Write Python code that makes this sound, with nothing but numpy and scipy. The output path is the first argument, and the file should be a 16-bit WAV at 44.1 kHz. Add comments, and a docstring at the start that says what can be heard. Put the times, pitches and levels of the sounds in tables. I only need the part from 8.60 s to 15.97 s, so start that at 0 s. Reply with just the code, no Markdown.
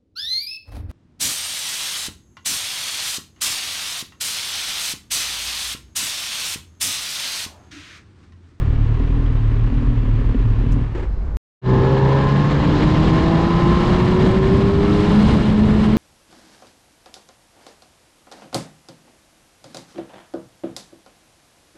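"""First a four-cylinder sport motorcycle idles by a shop front, with surges of bark and boom. It stops with
a tick and scrapes; a second, duller throb is left, then a low thump. After a cut it pulls hard on an open
road, then eases. Engine notes are sine waves locked to the turning engine; bark and rasp are pulses or noise
through resonances. Wind and street are filtered noise: wind buffets a microphone on the rider and hisses."""
import sys
import numpy as np
from scipy import signal
from scipy.fft import rfft, irfft
from scipy.io import wavfile
from scipy.ndimage import uniform_filter1d, minimum_filter1d

SR = 44100
rng = np.random.default_rng(int(sys.argv[2]) if len(sys.argv) > 2 else 0)


def unload_audio(sound):
    """Save the sound as a 16-bit wav file, at the path given as the first command line argument."""
    columns = np.transpose(np.atleast_2d(sound))
    # keep every value between -1 and 1, then stretch to whole-number steps
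    steps = np.round(np.clip(columns, -1, 1) * 32767)
    wavfile.write(sys.argv[1], SR, steps.astype(np.int16))


N = 325017
T = np.arange(N) / SR  # time [s]
CUT_S, RIDE_S = 2.77, 3.015  # end of the first scene, start of the ride


def amp(db):
    """Turns decibels into a gain."""
    return np.exp(np.asarray(db) * (np.log(10) / 20))


def unit(x):
    """Scales a sound to rms 1."""
    return x / np.sqrt(np.mean(x ** 2) + 1e-20)


def noise():
    """Plain white noise, as long as the sound."""
    return rng.standard_normal(N)


def curves(rows):
    """Draws each column of a table as a curve over time."""
    s, *columns = np.transpose(rows)
    return [np.interp(T, s, column) for column in columns]


def colour(x, points, band=None):
    """Filters a sound by a spectrum; its rms becomes 1 overall, or 1 within a band."""
    hz = np.fft.rfftfreq(N, 1 / SR)
    f, db = np.transpose(points)
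    z = rfft(x) * amp(np.interp(np.log(hz + 1), np.log(f + 1), db))
    inside = 1 if band is None else (hz > band[0]) & (hz < band[1])
    return irfft(z, N) * N / np.sqrt(2 * np.sum(abs(z * inside) ** 2))


def drift(hz):
    """Wanders at random with rms about 1; changes faster than the given rate are weakened."""
    knots = rng.standard_normal(N // 32 + 2)
    f = np.fft.rfftfreq(len(knots), 32 / SR)
    slow = irfft(rfft(knots) / np.sqrt(1 + (f / hz) ** 6), len(knots))
    return np.interp(T, np.linspace(0, T[-1], len(knots)), unit(slow))


def ring(x, modes):
    """Passes a sound through a set of resonances, at rms 1."""
    hz = np.fft.rfftfreq(N, 1 / SR) + 1e-3
    body = 0
    for k, (f, width, db) in enumerate(modes):
        sign = (-1) ** k
        body = body + sign * amp(db) / (1 + 1j * (hz ** 2 - f ** 2) / (hz * width))
    top = max(f for f, width, db in modes)
    treble_cut = 1 + (hz / (2 * top)) ** 4
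    return unit(irfft(rfft(x) * body / treble_cut, N))


def firings(count_up, cylinders, scatter):
    """One click at each whole count; the cylinders differ, and so does each burn."""
    at = np.flatnonzero(np.diff(np.floor(count_up)) > 0)
    # share each click between two samples, so that it can fall between them
    late = (count_up[at + 1] % 1) / (count_up[at + 1] - count_up[at])
    size = np.resize(cylinders, len(at)) * (1 + scatter * rng.standard_normal(len(at)))
    out = np.zeros(N)
    out[at], out[at + 1] = size * late, size * (1 - late)
    return out


def tone(turns):
    """A sine of rms 1."""
    return np.sqrt(2) * np.sin(2 * np.pi * turns)


def burst(s, db, decay):
    """Level of a quick rise and an exponential fall."""
    age = np.maximum(T - s, 0)
    return amp(db) * (1 - np.exp(-age / 0.002)) * np.exp(-age / decay)


def swell(s, rise, fall, height):
    """A smooth hump with its own rise and fall."""
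    return height * np.exp(-((T - s) / np.where(T < s, rise, fall)) ** 2)


# the hunting idle speed: (time [s], rate [firings per s])
IDLE_SPEED = [(0, 38.3), (.2, 36.5), (.3, 37.2), (.4, 39.8), (.53, 40.4), (.68, 39.3), (.8, 37.4),
              (1, 36.7), (1.15, 40.2), (1.3, 40.2), (1.49, 36.6), (1.68, 39), (1.85, 37.3), (1.95, 37.2),
              (2.08, 40.2), (2.2, 40)]
# surges of hard burning at walking pace: (start [s], length [s], strength [about 0-1])
SURGES = [(0.093, 0.097, 1), (0.362, 0.058, 0.98), (.5, 0.29, 0.5), (0.913, 0.067, 0.8),
          (1.088, 0.07, 0.94), (1.201, 0.034, 0.6), (1.302, 0.036, 0.6), (1.406, 0.081, 1),
          (1.585, 0.076, 1), (1.729, 0.082, 1.1), (2.015, 0.055, 1), (2.114, 0.063, 0.64)]
# idle exhaust resonances: (pitch [Hz], width [Hz], level [dB])
BARK = [(225, 45, -5), (282.6, 10, 4.5), (399, 67, -14)]
# a deeper resonance that grows as the bike rolls on: (pitch [Hz], width [Hz], level [dB])
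DEEP_BARK = [(243, 14, 0)]
# tone colour of the valve gear: (pitch [Hz], level [dB per Hz])
CLATTER = [(200, -12.5), (330, -0.5), (410, -3.5), (520, -12), (600, -19.5), (850, -15), (1050, -9.5),
           (1550, -19.5), (1730, -14.5), (1950, -19), (2850, -21.5), (4100, -30.5), (5400, -39),
           (7800, -46), (10500, -57), (15000, -80.5)]
SURGE_RISE_S = .035
STOP_S, RUN_DOWN_HZ_PER_S = 2.2, 34  # the ignition is cut and the engine runs down
FIRING_DB, FIRING_FADE_DB_PER_S = -18.7, 130
OCTAVE_DB, OCTAVE_FADE_DB_PER_S = -22, 7.5  # the even multiples weaken as the bike rolls on
LOPE_DB, LOPE_DB_PER_S = -27, 8.5  # and the unevenness of the firings grows louder
PIPE_HZ, PIPE_WIDTH_HZ = 98.1, 25  # the pipe booms when three times the firing rate meets it
PIPE_DB, PIPE_FADE_DB_PER_S = -15.5, 93
BARK_DB, BARK_FADE_DB_PER_S = -37.5, 139
BARK_SURGE_DB, PIPE_SURGE_DB = 5.5, -4.5  # a surge opens the bark and chokes the boom
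DEEP_BARK_DB, DEEP_BARK_FROM_S = -1, .8
CLATTER_DB, CLATTER_FADE_DB_PER_S = -51.5, 45


def idle():
    """Firings set the low tones; surges open the bark, the pipe booms between, valve gear clatters in step."""
    surge = np.zeros(N)
    for s, length, strength in SURGES:
        inside_s = np.minimum(T - s, s + length - T)
        surge += strength * np.clip(inside_s / SURGE_RISE_S + .5, 0, 1)
    stopped = np.clip(T - STOP_S, 0, 1)  # seconds of running down
    rate = curves(IDLE_SPEED)[0] - RUN_DOWN_HZ_PER_S * stopped
    count_up = np.cumsum(rate * (1 + .007 * drift(14))) / SR  # firings so far

    octaves = tone(2 * count_up) + amp(-5.5) * tone(4 * count_up)
    low = amp(FIRING_DB) * tone(count_up)
    low += amp(OCTAVE_DB - OCTAVE_FADE_DB_PER_S * T) * octaves
    low *= amp(-FIRING_FADE_DB_PER_S * stopped)

    lope = firings(count_up, [.6, -1, .8, -.4], scatter=.7)  # each firing's departure from the average
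    lope_level = amp(LOPE_DB + LOPE_DB_PER_S * np.minimum(T, STOP_S))
    in_tune = 1 / np.hypot(1, 2 * (3 * rate - PIPE_HZ) / PIPE_WIDTH_HZ)
    boom = in_tune * tone(3 * count_up) * (1 + .2 * drift(12))
    boom += lope_level * ring(lope, [(104, 46, 4.5), (162.0, 93, -3.5)])
    boom *= amp(PIPE_DB + PIPE_SURGE_DB * surge - PIPE_FADE_DB_PER_S * stopped)

    puffs = unit(firings(count_up, [1.06, 0.78, 1.43, 0.87], scatter=0.25)) + .5 * noise()
    deep = amp(DEEP_BARK_DB) * np.clip((T - DEEP_BARK_FROM_S) / .3, .35, 1)
    bark = ring(puffs, BARK) + deep * ring(puffs, DEEP_BARK)
    bark *= amp(BARK_DB + BARK_SURGE_DB * surge - BARK_FADE_DB_PER_S * stopped)

    taps = 1 + 0.6 * np.exp(-(count_up % 1) / 0.083)  # a tap at each firing
    taps *= amp(0.35 * tone(count_up / 4) + 0.96 * drift(70))
    clatter = colour(taps * noise(), CLATTER, band=(2500, 5000))
    clatter *= amp(CLATTER_DB - CLATTER_FADE_DB_PER_S * stopped)
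    return low + boom + bark + clatter


# the other engine's throb, then a low thump that swells just before the cut: (time [s], level [dB])
THROB_LEVEL = [(.8, -28), (1.15, -22), (1.8, -23), (2.2, -23), (2.42, -27), (2.49, -19), (2.56, -20),
               (2.62, -27), (2.71, -26), (2.76, -15)]
# tone colour of the street wash: (pitch [Hz], level [dB per Hz])
YARD = [(20, -17.5), (60, -14), (100, -23), (200, -34.5), (500, -44.5), (650, -47), (1500, -55),
        (2200, -63.5), (3000, -73.5), (4000, -72), (7500, -81.5), (11000, -101.5)]
THROB_HZ, YARD_DB = 47.8, -30


def yard():
    """A wavering low sine is another engine's dull throb, then a low thump; filtered noise is the street."""
    turns = np.cumsum(THROB_HZ * (1 + .012 * drift(5))) / SR
    turns += .25 - np.interp(CUT_S, T, turns)  # the cut falls on a crest, which clicks
    throb = tone(turns) + amp(-28.5) * tone(2 * turns)
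    throb *= amp(curves(THROB_LEVEL)[0] + .5 * drift(5.0))
    return throb + amp(YARD_DB) * colour(noise(), YARD, band=(70, 10000))


# tone colour of the tick: (pitch [Hz], level [dB per Hz])
TICK = [(3000, -29), (5300, 3), (6500, 4), (7700, 0), (9000, -7), (11000, -13), (12500, -7), (15000, -27)]
# short scrapes as the engine stops: (time [s], level [dB], decay [s])
SCRAPES = [(2.348, -27, 0.037), (2.376, -36, 0.022), (2.394, -33.5, 0.026), (2.425, -31, 0.02)]
# tone colour of scrapes and rustle: (pitch [Hz], level [dB per Hz])
SCUFF = [(180, -13), (380, 0.5), (540, -9.5), (680, -19.5), (820, -10.5), (1100, -16.5), (1950, -19),
         (3500, -31), (5400, -42), (7900, -47), (11000, -68)]
# one soft rustle; a negative rise gives the same hump: (time [s], rise [s], fall [s], level [dB])
RUSTLE = (2.65, -0.05, .12, -46)
# the two notes of a thin squeak: (pitch [Hz], level [dB])
SQUEAK = [(4075, -72), (4953, -72)]
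# when it squeaks: (time [s], rise [s], fall [s])
SQUEAK_SWELL = (2.55, 0.08, 0.11)
TICK_S, TICK_DB, TICK_DECAY_S = 2.119, -45, .011


def handling():
    """Short noise bursts tick and scrape as the engine comes to rest; two sines squeak, noise rustles."""
    tick = burst(TICK_S, TICK_DB, TICK_DECAY_S) * colour(noise(), TICK)
    s, rise, fall, db = RUSTLE
    scuff_level = sum(burst(*row) for row in SCRAPES) + swell(s, rise, fall, amp(db))
    scuffs = scuff_level * colour(noise(), SCUFF)
    squeak = np.zeros(N)
    for hz, db in SQUEAK:
        squeak += swell(*SQUEAK_SWELL, amp(db)) * tone(hz * T + 0.06 * drift(40))
    return tick + scuffs + squeak


# speed of the engine on the road: (time [s], crankshaft speed [turns per s])
CRANK = [(3.0, 63.13), (3.2, 64.66), (3.45, 67.03), (3.7, 69.69), (3.95, 72.7), (4.2, 75.86), (4.5, 79.48),
         (4.8, 83.19), (5.1, 86.86), (5.5, 91.4), (6.05, 98.6), (6.55, 104.24), (6.85, 105.69),
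         (7.35, 107.55)]
# exhaust orders, notes locked to the crank: (multiple of crank speed, level [dB])
EXHAUST_ORDERS = [(2, 0), (3, -14), (4, 0), (6, -3)]
# silencer response: (pitch [Hz], level of an order that lies there [dB])
SILENCER = [(135, -16), (152, -22), (175, -21), (200, -27), (213, -14), (235, -31), (258, -35), (280, -30),
            (302, -22), (345, -23), (392, -19.5), (411, -22), (421, -33), (520, -39.5)]
# the third order stands out as the throttle eases: (time [s], rise [s], fall [s], boost [dB])
THIRD_SWELL = (6.4, 0.83, 0.2, 13.4)
EXHAUST_WAVER_DB = .9


def engine():
    """Two firings a turn: low exhaust orders move through the silencer's resonances, under the intake."""
    crank_hz, = curves(CRANK)
    turns = np.cumsum(crank_hz * (1 + .0015 * drift(18))) / SR
    exhaust = np.zeros(N)
    for k, db in EXHAUST_ORDERS:
        silencer_db = np.interp(k * crank_hz, *np.transpose(SILENCER))
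        level = db + silencer_db + EXHAUST_WAVER_DB * drift(21)
        if k == 3:
            level += swell(*THIRD_SWELL)
        exhaust += amp(level) * tone(k * turns + rng.random())
    return exhaust + intake(turns, crank_hz)


# throttle, heard as the loudness of howl and rasp: (time [s], level [dB])
THROTTLE = [(3.1, 1), (3.3, -1), (3.55, 1.5), (3.85, -1), (4.15, -3), (4.6, 1.5), (5.05, 2), (5.35, 1),
            (5.85, -1), (6.15, -3), (6.5, 0), (6.85, -7), (7.37, -6)]
# airbox response: (pitch [Hz], level of an engine order that lies there [dB])
AIRBOX = [(300.0, -34.0), (360.0, -35.5), (400.0, -30.0), (430.0, -37.5), (470.0, -34.5), (530.0, -37.5),
          (565.0, -45.5), (620.0, -41.0), (660.0, -46.5), (700.0, -49.0), (770.0, -48.5), (815.0, -42.0),
          (850.0, -43.0), (885.0, -44.0), (915.0, -50.5), (950.0, -40.5), (985.0, -43.5), (1035.0, -39.5),
          (1080.0, -40.5), (1130.0, -50.0), (1200.0, -53.0), (1260.0, -50.5), (1310.0, -47.0),
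          (1380.0, -54.0), (1560.0, -56.5), (1660.0, -54.0), (1740.0, -49.5), (1800.0, -50.5),
          (1880.0, -57.0), (2400.0, -55.5), (3400.0, -55.5)]
# shape of the intake pulses: (multiple of crank speed, level [dB])
INTAKE_ORDERS = [(4.5, -5), (7, -2), (9, -1), (12, 2), (15, 2), (17, 0), (26, -2)]
# orders that sing out for a moment: (time [s], half length [s], multiple of crank speed, level [dB])
FLARES = [(3.14, .13, 16, -35), (3.15, .13, 13.5, -33), (3.19, .16, 16.5, -34.5), (3.34, .28, 7, -30),
          (3.36, .31, 5, -31), (3.4, .34, 8, -29.5), (3.42, .18, 13, -31), (3.45, .16, 14, -32),
          (3.53, .22, 14.5, -34), (3.7, .24, 15, -30), (3.7, .3, 12, -33.5), (3.93, .22, 7, -33),
          (4.3, .3, 5, -33), (4.3, .22, 13.5, -35), (4.3, .25, 12, -37), (4.6, .16, 13, -29.5),
          (4.7, .28, 10, -33.5), (4.7, .2, 8, -33), (4.94, .31, 9.5, -33), (5.02, .28, 12, -28),
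          (5.08, .3, 15, -36), (5.36, .18, 11, -34), (5.57, .24, 10.5, -35.5), (5.7, .5, 5, -35),
          (5.84, .28, 11, -34.5), (6.3, .25, 13, -40), (6.45, .18, 10, -35.5)]
# a higher airbox ring: (pitch [Hz], width [Hz], level [dB])
WHINE = [(1656, 70, 0), (1773, 70, 0.5)]
# it sounds while the engine lugs at low speed: (time [s], rise [s], fall [s], level [dB])
WHINE_SWELL = (3.55, .9, .4, -35)
# resonances of the intake rasp: (pitch [Hz], width [Hz], level [dB])
RASP = [(517, 66, -6.5), (893, 110, -4), (1023, 100, 8), (1320, 90, -4.5), (1764, 90, -3)]
HOWL_DB, HALF_ORDER_DB, RASP_DB = -1.5, -4, -38.5
WAVER_DB = 1.8  # the orders swell slowly
GRAIN_RAD, GRAIN_HZ = .25, 22  # and uneven burns roughen them by shaking their phase


def intake(turns, crank_hz):
    """Unequal cylinders give notes at half orders too; they sweep the airbox, and gulps of air rasp."""
    howl = np.zeros(N)
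    throttle = amp(curves(THROTTLE)[0])
    wavers = [amp(WAVER_DB * drift(5)) for _ in range(13)]  # shared out among the orders
    grains = [GRAIN_RAD * drift(GRAIN_HZ) for _ in range(11)]
    turns = turns + 0.0018 * drift(40)  # the crank runs a little unevenly
    for half in range(9, 53):
        k = half / 2
        if k == 6:  # this order is played by the exhaust
            continue
        db = HOWL_DB + np.interp(k * crank_hz, *np.transpose(AIRBOX))
        db = db + np.interp(k, *np.transpose(INTAKE_ORDERS)) + HALF_ORDER_DB * (half % 2)
        flare = np.zeros(N)
        for s, width, order, top_db in FLARES:
            if order == k:
                flare += swell(s, width, width, amp(top_db))
        level = np.maximum(throttle * amp(db), flare) * wavers[half % 13]
        howl += level * tone(k * turns + rng.random() + grains[half % 11] / (2 * np.pi))

    gulps = noise() * np.exp(-(2 * turns % 1) / 0.62)  # air rasps at each gulp, two a turn
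    pulses = unit(firings(2 * turns, [1.3, .7, 1.1, .9], scatter=.3))
    s, rise, fall, db = WHINE_SWELL
    whine = swell(s, rise, fall, amp(db)) * ring(pulses + gulps, WHINE)
    return howl + whine + throttle * amp(RASP_DB) * ring(gulps, RASP)


# borders between the bands of hiss: [Hz]
FLUTTER_EDGES_HZ = [0, 2500, 3400, 4500, 6500, 16000]
FLUTTER_DB, FLUTTER_HZ = 1.1, 60


def fluttering(x):
    """Small eddies make each band flutter separately."""
    hz, z = np.fft.rfftfreq(N, 1 / SR), rfft(x)
    out = np.zeros(N)
    for low, high in zip(FLUTTER_EDGES_HZ, FLUTTER_EDGES_HZ[1:]):
        band = irfft(z * (hz >= low) * (hz < high), N)
        out += band * amp(FLUTTER_DB * drift(FLUTTER_HZ))
    return out


# gusts, strongest in the wakes of a car and a truck:
# (time [s], rise [s], fall [s], hiss change [dB], buffet change [dB])
GUSTS = [(3.151, 0.097, 0.15, -2, 4.5), (3.917, 0.016, 0.0091, 4, -3), (4.02, 0.014, 0.13, -1, -0.5),
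         (4.4, 0.12, 0.035, -2, -1.5), (4.45, 0.5, 0.28, 5.5, 4.5), (5.05, 0.035, 0.12, -0.5, 3.5),
         (5.25, 0.38, 0.25, 5.5, 0.5), (5.67, 0.13, .07, 3, 4.5), (5.94, 0.08, 0.11, 2.5, 3.5),
         (6.42, 0.16, 0.26, 4.5, -2), (6.69, 0.1, 0.13, 5, 2.5), (6.86, 0.035, 0.026, 3.5, -3),
         (7.25, 0.051, 0.0099, 4, -1.5)]
# a dip in the buffeting that has barely begun when the sound ends:
# (time [s], rise [s], fall [s], change [dB])
BUFFET_DIP = (7.5, 0.04, 2, -3.5)
# tone colour of the buffeting: (pitch [Hz], level [dB per Hz])
BUFFET = [(12, -14.5), (35, -3.5), (60, -0.5), (110, -1.5), (180, -1), (250, -6), (350, -10.5),
          (480, -17.5), (700, -25.5), (1500, -50), (4000, -85.5)]
# tone colour of the rushing air: (pitch [Hz], level [dB per Hz])
RUSH = [(150, -6), (400, 4.5), (700, 0.5), (770, 0.5), (835, 3.5), (900, 0), (1070, 0.5), (1180, -1.5),
        (1320, -3), (1550, -6), (1780, -4), (1950, -8), (2150, -7), (2500, -11.5), (4000, -17), (9000, -55)]
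# tone colour of the hiss: (pitch [Hz], level [dB per Hz])
HISS = [(1000, -25), (2300, -6), (2550, -7.5), (2850, 5), (3030, 0), (3200, 2.5), (3500, -1.5), (4150, 0),
        (4550, -6.5), (4850, -4), (5600, -11), (7400, -15.5), (8500, -22.5), (10000, -27.5), (11000, -39),
        (15000, -56.5)]
# levels in free air at the lowest speed, and what top speed adds
BUFFET_DB, RUSH_DB, HISS_DB = -22, -38, -44.5
BUFFET_SPEED_DB, RUSH_SPEED_DB, HISS_SPEED_DB = 5, -1, 0.1
RUSH_GUST_SHARE = 0.76  # of the hiss's swell


def wind():
    """Eddies buffet the microphone; air rushes round the fairing, and its hiss brightens with speed."""
    wake_db = sum(swell(s, rise, fall, db) for s, rise, fall, db, _ in GUSTS)
    thump_db = sum(swell(s, rise, fall, db) for s, rise, fall, _, db in GUSTS) + swell(*BUFFET_DIP)
    crank_hz, = curves(CRANK)
    speed = (crank_hz - crank_hz.min()) / np.ptp(crank_hz)  # 0 slowest, 1 fastest
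    gust, flutter = drift(19.3), drift(160)

    buffet_db = BUFFET_DB + BUFFET_SPEED_DB * speed + thump_db + 0.12 * gust
    buffet = amp(buffet_db) * colour(noise(), BUFFET, band=(60, 300))

    rush_db = RUSH_DB + RUSH_SPEED_DB * speed + RUSH_GUST_SHARE * wake_db
    rush_db += 1.15 * gust + 1.33 * flutter
    rush = amp(rush_db) * colour(noise(), RUSH, band=(1400, 2400))

    eddies = fluttering(colour(noise(), HISS, band=(3000, 9000)))
    dull = signal.oaconvolve(eddies, signal.firwin(101, 7800, fs=SR), "same")
    bright = amp(-4.5 + 9.7 * speed) * (eddies - dull)  # the part above 7800 Hz
    hiss_db = HISS_DB + HISS_SPEED_DB * speed + wake_db + 0.65 * gust + 0.26 * flutter
    return buffet + rush + amp(hiss_db) * (dull + bright)


# the air behind the screen booms on closing up to each vehicle: (time [s], rise [s], fall [s], level [dB])
BOOMS = [(3.74, 0.099, 0.17, -22.5), (6.65, 0.33, 0.21, -17.5)]
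# resonances of that pocket of air: (pitch [Hz], width [Hz], level [dB])
BOOM_RING = [(168.5, 90, -9.5), (207, 42, -4)]
BOOM_DB, BOOM_FROM_S = -30, 3.66  # steady boom once up to speed


def screen_boom():
    """Eddies ring the pocket of air behind the screen, most of all close behind a vehicle."""
    eddies = colour(noise(), [(60, -28.0), (125, -2.0), (240, -3.5), (500, -27.0)])
    level = amp(BOOM_DB) * np.clip((T - BOOM_FROM_S) / 0.27, 0, 1)
    level += sum(swell(s, rise, fall, amp(db)) for s, rise, fall, db in BOOMS)
    return level * ring(eddies, BOOM_RING)


def scene():
    """The idling scene ends abruptly; after a short silence the ride fades in."""
    standing = (idle() + yard() + handling()) * (T < CUT_S)
    fade = np.clip((T - RIDE_S) / 0.084, 0, 1) ** 1.46
    riding = fade * (engine() + wind() + screen_boom())
    return (standing + riding)[None]


EDGE_HZ = 15100  # treble limit


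def record(dry):
    """A fast limiter gently rounds the peaks; then the highest treble is cut off."""
    ceiling = .64
    gain = 1 / (1 + (abs(dry[0]) / ceiling) ** 6) ** (1 / 6)
    gain = uniform_filter1d(minimum_filter1d(gain, size=301), size=301)
    low_pass = signal.firwin(511, EDGE_HZ, window=("kaiser", 9), fs=SR)
    return signal.oaconvolve(dry * gain, low_pass[None], "same")


dry = scene()
out = record(dry)
unload_audio(out)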